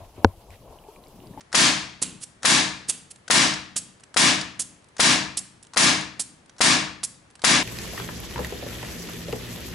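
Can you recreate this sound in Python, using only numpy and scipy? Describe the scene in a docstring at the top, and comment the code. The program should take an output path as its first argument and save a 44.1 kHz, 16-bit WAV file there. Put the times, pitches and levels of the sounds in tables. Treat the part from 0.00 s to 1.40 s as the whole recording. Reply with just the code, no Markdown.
"""A small camera in a plastic housing hangs under water, heard for 1.4 seconds. From the start water washes
dully (bands of noise), grit rustles in bursts, and the electronics hiss and whine. Soft nudges, pushes that
ring the housing's modes, set its lowest mode swaying before and after the knock. At a quarter second something
hard knocks the housing: very short, strong pushes that overload the recorder. At half a second a tiny tap ticks
on the housing. Then bubbles plink, mostly from half a second on: dying sines that rise in pitch, several of
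them low near the end."""
import sys
import numpy as np
from scipy import signal
from scipy.io import wavfile

SR = 44100
rng = np.random.default_rng(int(sys.argv[2]) if len(sys.argv) > 2 else 0)


def waveform_to_disk(signal):
    """Save audio, clipped to [-1, 1], as 16-bit WAV at the path in sys.argv[1]."""
    frames = np.transpose(np.atleast_2d(signal))
    scaled = np.clip(frames, -1, 1) * 32767
    samples = np.round(scaled).astype(np.int16)
    wavfile.write(sys.argv[1], SR, samples)


def ratio_of_db(decibels):
    """Turn decibels (scalar or array-like) into linear amplitude factors; 0 dB maps to 1."""
    return 10 ** (np.asarray(decibels, float) / 20)


N = 61739  # length in samples

# Pushes on the housing. Each row: start in seconds, impulse in dB, length in ms, direction as +1 or -1.
HOUSING_PUSHES = [(.001, -30, 5.2, -1), (.180, -33, 2.2, -1), (.191, -33, 2.6, -1), (.246016, 0.9, .05, 1),
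                  (.246117, -7.9, .08, -1), (.247592, -6.9, .149, -1), (.2913, -27, 5.0, 1),
                  (.372, -34, 5.4, -1), (.492, -34, 5.3, 1), (.510, -32, 5.3, -1), (.63, -43, 5.0, -1),
                  (.708, -48, .05, 1), (.73, -43, 5.0, -1)]
# Ringing modes of the housing. Each row: pitch in Hz, time to fall 60 dB in seconds,
# left gain in dB, right gain in dB, left direction as +1 or -1, right direction as +1 or -1.
HOUSING_MODES = [(92.0, 0.1302, -4.5, -7.2, -1.0, -1.0), (239.0, 0.0323, -3.6, -6.2, -1.0, -1.0),
                 (315.0, 0.0238, -2.8, -6.0, -1.0, -1.0), (435.0, 0.0285, -2.3, -5.7, -1.0, -1.0),
                 (538.0, 0.0577, -9.2, -10.5, 1.0, 1.0), (789.0, 0.0203, -6.7, -12.1, 1.0, 1.0),
                 (918.0, 0.0094, 4.6, 0.2, 1.0, 1.0), (1210.0, 0.016, 0.5, -6.3, -1.0, -1.0),
                 (1488.0, 0.0097, -8.1, -7.7, 1.0, 1.0), (2335.0, 0.008, -10.8, -19.8, -1.0, 1.0),
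                 (3191.0, 0.0097, -21.9, -15.2, 1.0, -1.0), (4224.0, 0.0069, -17.1, -12.7, -1.0, -1.0),
                 (5055.0, 0.0038, -15.4, -12.0, 1.0, 1.0), (6953.0, 0.0067, -23.7, -24.9, -1.0, -1.0)]
# Bubbles, and a few very short ticks; the rows near .505 s are a tiny tap on the housing that rings its high
# modes. # Each row: start in seconds, level before fade-in and decay in dB, starting pitch in Hz, # time to
# fall 60 dB in seconds, left minus right in dB.
BUBBLES_AND_TICKS = [(.5053, -45, 5200, .004, -2), (.5052, -42, 2350, .012, -4), (.5378, -51, 1890, .03, -2),
                     (.5055, -43, 8000, .004, -2), (.273, -50, 8500, .004, 6), (.7873, -43, 2930, .015, -2),
                     (.8394, -49, 2420, .012, .1), (.961, -41, 2350, .012, .1), (1.0385, -41, 4000, .006, 2.5),
                     (1.064, -49, 2200, .012, .1), (1.0712, -41, 5000, .005, 2.5),
                     (1.082, -43, 12600, .003, .1), (1.0848, -46, 8200, .004, .1), (1.203, -44, 2800, .008, -6),
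                     (1.2715, -41, 4730, .008, 5), (1.3315, -48, 3700, .005, .1), (1.337, -48.5, 1750, .02, .1),
                     (.71, -41, 430, .07, 3), (.885, -35.5, 395, .08, 3), (.886, -39.5, 860, 0.063, 4.5),
                     (1.14, -40, 168, .05, 3), (1.187, -40, 233, .07, 2.6), (1.235, -38, 334, 0.046, 3),
                     (1.308, -28.5, 170, .045, 3), (1.34, -40, 230, .04, 2.8), (1.374, -36, 270.3, .06, 3),
                     (1.375, -31, 835, 0.071, 4.8)]
# Changing strength of the wash. Each row: time in seconds, rumble level in dB, gurgle level in dB.
WASH_LEVELS = [(.0, -52, -49), (.06, -58, -53), (.13, -62, -57), (.165, -57, -54), (.185, -45, -46),
               (.22, -51, -49), (.3, -56, -51), (.34, -60, -56), (.47, -61, -56), (.55, -62, -54),
               (.6, -60, -56), (.63, -56, -54), (.73, -54, -49), (.78, -62, -54), (.82, -60, -53),
               (.92, -61, -53), (1.0, -56, -52), (1.1, -59, -54), (1.15, -51, -54), (1.35, -50, -53),
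               (1.4, -48, -50)]
# Changing strength of the deep sway. Each row: time in seconds, level in dB.
SWAY_LEVELS = [(.0, -56), (.6, -58), (.7, -55), (.78, -63), (.95, -68), (1.1, -62), (1.15, -58), (1.4, -58)]
# Changing strength of the grit rustle. Each row: time in seconds, level in dB.
RUSTLE_LEVELS = [(.0, -61), (.05, -63), (.07, -76), (.14, -74), (.18, -57), (.215, -62), (.24, -70),
                 (.31, -68), (.34, -78), (.49, -78), (.51, -57), (.56, -56), (.575, -76), (.7, -69),
                 (.75, -76), (1.2, -72), (1.27, -67), (1.37, -68), (1.4, -52)]
# Tone colours of the deepest pressure, deep sway, rumble, gurgle, grit and hiss.
# Each row: frequency in Hz, relative strength in dB per Hz.
PRESSURE_COLOUR = [(14, -15), (22, -1), (40, -2), (62, -5), (80, -20)]
SWAY_COLOUR = [(50, -20), (65, -3), (95, -1), (130, -2), (160, -20)]
RUMBLE_COLOUR = [(65, -32), (110, -7), (237, -2.5), (296, -9.5), (380, -2.5), (490, -29.5), (840, -120)]
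GURGLE_COLOUR = [(190, -29), (330, -9.5), (394, -7.5), (584, -5), (634, -2.5), (771, -7.5), (870, -1),
                 (1500, -30.5), (1950, -58), (3300, -120)]
GRIT_COLOUR = [(1100, -20), (1500, -5), (2300, -1), (3500, -5), (5000, -12), (8000, -17), (13000, -16),
               (15500, -25)]
HISS_COLOUR = [(710, -27), (1200, -2.5), (1290, -15), (1580, -6.5), (1960, -10), (2890, -5), (7640, -10),
               (11000, -8.5), (13800, -11), (15500, -25)]
# How alike the noise is on both sides. Each row: frequency in Hz, likeness from 0 to 1.
SIDE_LIKENESS = [(60, 0.96), (180, 0.97), (550, 1), (1650, 0.65), (4970, 0.084), (15000, 0.24)]
# Left-right balance of the noise. Each row: frequency in Hz, left minus right in dB.
SIDE_BALANCE = [(60, 2.5), (180, 2), (550, 4.0), (1650, 1.5), (4970, -0.5), (15000, 0.5)]

PRESSURE_DB, HISS_DB = -57, -60.5
WHINE_HZ, WHINE_WIDTH_HZ, WHINE_DB = 11075, 30, -72  # middle pitch, spread of its wander, middle level
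BUBBLE_RISE_PER_S = 5.8  # pitch gained each second, as a multiple of the starting pitch
BUBBLE_ATTACK_CYCLES = .35  # time constant of the fade-in
HOUSING_CUT_HZ = 62  # pushes are weakened below this
CEILING, KNEE = 1.0, 20.0  # largest amplitude, and how sharply the ceiling sets in


def rms_one(x):
    """Scale to an average strength (rms) of 1."""
    return x / np.sqrt(np.mean(x ** 2) + 1e-20)


def at_hz(points, hz):
    """Read a table between its rows, on a log-frequency axis."""
    table_hz, values = np.array(points).T
    return np.interp(np.log(hz), np.log(table_hz), values)


def over_time(times, values):
    """Join timed values by straight lines, one value for each sample."""
    return np.interp(np.arange(N) / SR, times, values)


def drift(rate):
    """Smooth random wander with spread 1: white noise through two equal low-passes at rate Hz."""
    step = 40  # samples between computed points
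    r = np.exp(-2 * step * np.pi * rate / SR)
    chance = rng.standard_normal(N // step + 2002)
    slow = signal.lfilter([1], [1, -2 * r, r * r], chance)[2000:]  # skip the filter's start-up
    return np.interp(np.arange(N) / step, np.arange(len(slow)), rms_one(slow))


def sides(pan_db):
    """Left and right gains that differ by pan_db."""
    return ratio_of_db(np.array([[.5], [-.5]]) * pan_db)


def noise(colour, patchy_db, rate):
    """Narrow bands of stereo noise, each with its own level, flicker and likeness; rms 1 overall."""
    together = drift(rate)  # flicker shared by all bands
    flickers = [drift(rate) for _ in range(16)]
    lowest, highest = colour[0][0], colour[-1][0]
    edges = np.geomspace(lowest, highest, 2 + int(3 * np.log2(highest / lowest)))  # about 3 per octave
    white = rng.standard_normal((2, 2, N + 8000))
    out = 0
    for k, (low, high) in enumerate(zip(edges, edges[1:])):
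        band = signal.butter(3, [low, high], "band", fs=SR, output="sos")
        # neighbouring bands use different noise
        mid, side = signal.sosfilt(band, white[k % 2])[:, 8000:]
        hz = np.sqrt(low * high)
        alike = np.clip(at_hz(SIDE_LIKENESS, hz), 0, 1)
        stereo = np.sqrt(1 + alike) * mid + np.sqrt(1 - alike) * side * [[1], [-1]]
        gain = ratio_of_db(at_hz(colour, hz) + patchy_db * (0.58 * together + flickers[k]))
        out = out + gain * sides(at_hz(SIDE_BALANCE, hz)) * stereo
    return rms_one(out)


def electronics():
    """Broad noise makes the hiss; a sine wavering in pitch and strength makes the thin whine."""
    hiss = ratio_of_db(HISS_DB) * noise(HISS_COLOUR, patchy_db=1.6, rate=15.5)
    whine_level = ratio_of_db(WHINE_DB + 1.5 * drift(30.0))
    whine_hz = WHINE_HZ + WHINE_WIDTH_HZ * drift(40.0)
    whine = whine_level * np.sin(2 * np.pi * np.cumsum(whine_hz) / SR)
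    return hiss + whine


def water():
    """Moving water as flickering noise: steady deep pressure, sway, rumble, gurgle and rustling grit."""
    times, rumble_db, gurgle_db = np.transpose(WASH_LEVELS)
    sway_level = ratio_of_db(over_time(*np.transpose(SWAY_LEVELS)))
    rumble_level = ratio_of_db(over_time(times, rumble_db))
    gurgle_level = ratio_of_db(over_time(times, gurgle_db))
    grit_level = ratio_of_db(over_time(*np.transpose(RUSTLE_LEVELS)))
    pressure = ratio_of_db(PRESSURE_DB) * noise(PRESSURE_COLOUR, patchy_db=2.5, rate=5.0)
    sway = sway_level * noise(SWAY_COLOUR, patchy_db=2.0, rate=6.0)
    rumble = rumble_level * noise(RUMBLE_COLOUR, patchy_db=3.5, rate=11.8)
    gurgle = gurgle_level * noise(GURGLE_COLOUR, patchy_db=2.0, rate=19.8)
    grit = grit_level * noise(GRIT_COLOUR, patchy_db=2.2, rate=60.0)
    return pressure + sway + rumble + gurgle + grit


def bubbles():
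    """Each bubble or tick is a dying sine that rises in pitch."""
    out = 0
    for start, db, hz, t60, pan_db in BUBBLES_AND_TICKS:
        t = np.clip(np.arange(N) / SR - start, 0, 1)
        fade_in = 1 - np.exp(-t * hz / BUBBLE_ATTACK_CYCLES)
        decay = ratio_of_db(db - 60 * t / t60)
        tone = np.sin(2 * np.pi * hz * (t + BUBBLE_RISE_PER_S * t * t / 2))
        out = out + sides(pan_db) * fade_in * decay * tone
    return out


def housing():
    """Every contact is a half-sine push that drives all modes; long pushes reach only the low ones."""
    t = np.arange(N) / SR
    force = 1e-18
    for start, db, ms, way in HOUSING_PUSHES:
        push = np.sin(np.pi * np.clip((t - start) * 1000 / ms, 0, 1))
        # dividing by the length keeps the impulse the same for short and long pushes
        force = force + np.sign(way) * ratio_of_db(db) * push * np.pi * 500 / (ms * SR)
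    low_cut = signal.butter(2, HOUSING_CUT_HZ, "high", fs=SR, output="sos")
    force = signal.sosfilt(low_cut, force)
    out = 0
    for hz, t60, left_db, right_db, *direction in HOUSING_MODES:
        r = ratio_of_db(-60 / (t60 * SR))  # loss per sample
        w = 2 * np.pi * hz / SR  # turn per sample
        ring = signal.lfilter([0, np.sin(w)], [1, -2 * r * np.cos(w), r * r], force)
        gains = np.sign(direction) * ratio_of_db(np.array([left_db, right_db]))
        out = out + gains[:, None] * ring
    return out


def scene():
    """All sources added together at the two microphones."""
    return electronics() + water() + bubbles() + housing()


def band_limit(x):
    """A steep low-pass at the top of the band."""
    return signal.sosfilt(signal.butter(12, 15630, fs=SR, output="sos"), x)


def record(dry):
    """The knock hits the converter's ceiling, which flattens the highest peaks."""
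    mix = dry / (1 + np.abs(dry / CEILING) ** KNEE) ** (1 / KNEE)
    return band_limit(mix)


dry = scene()
out = record(dry)
waveform_to_disk(out)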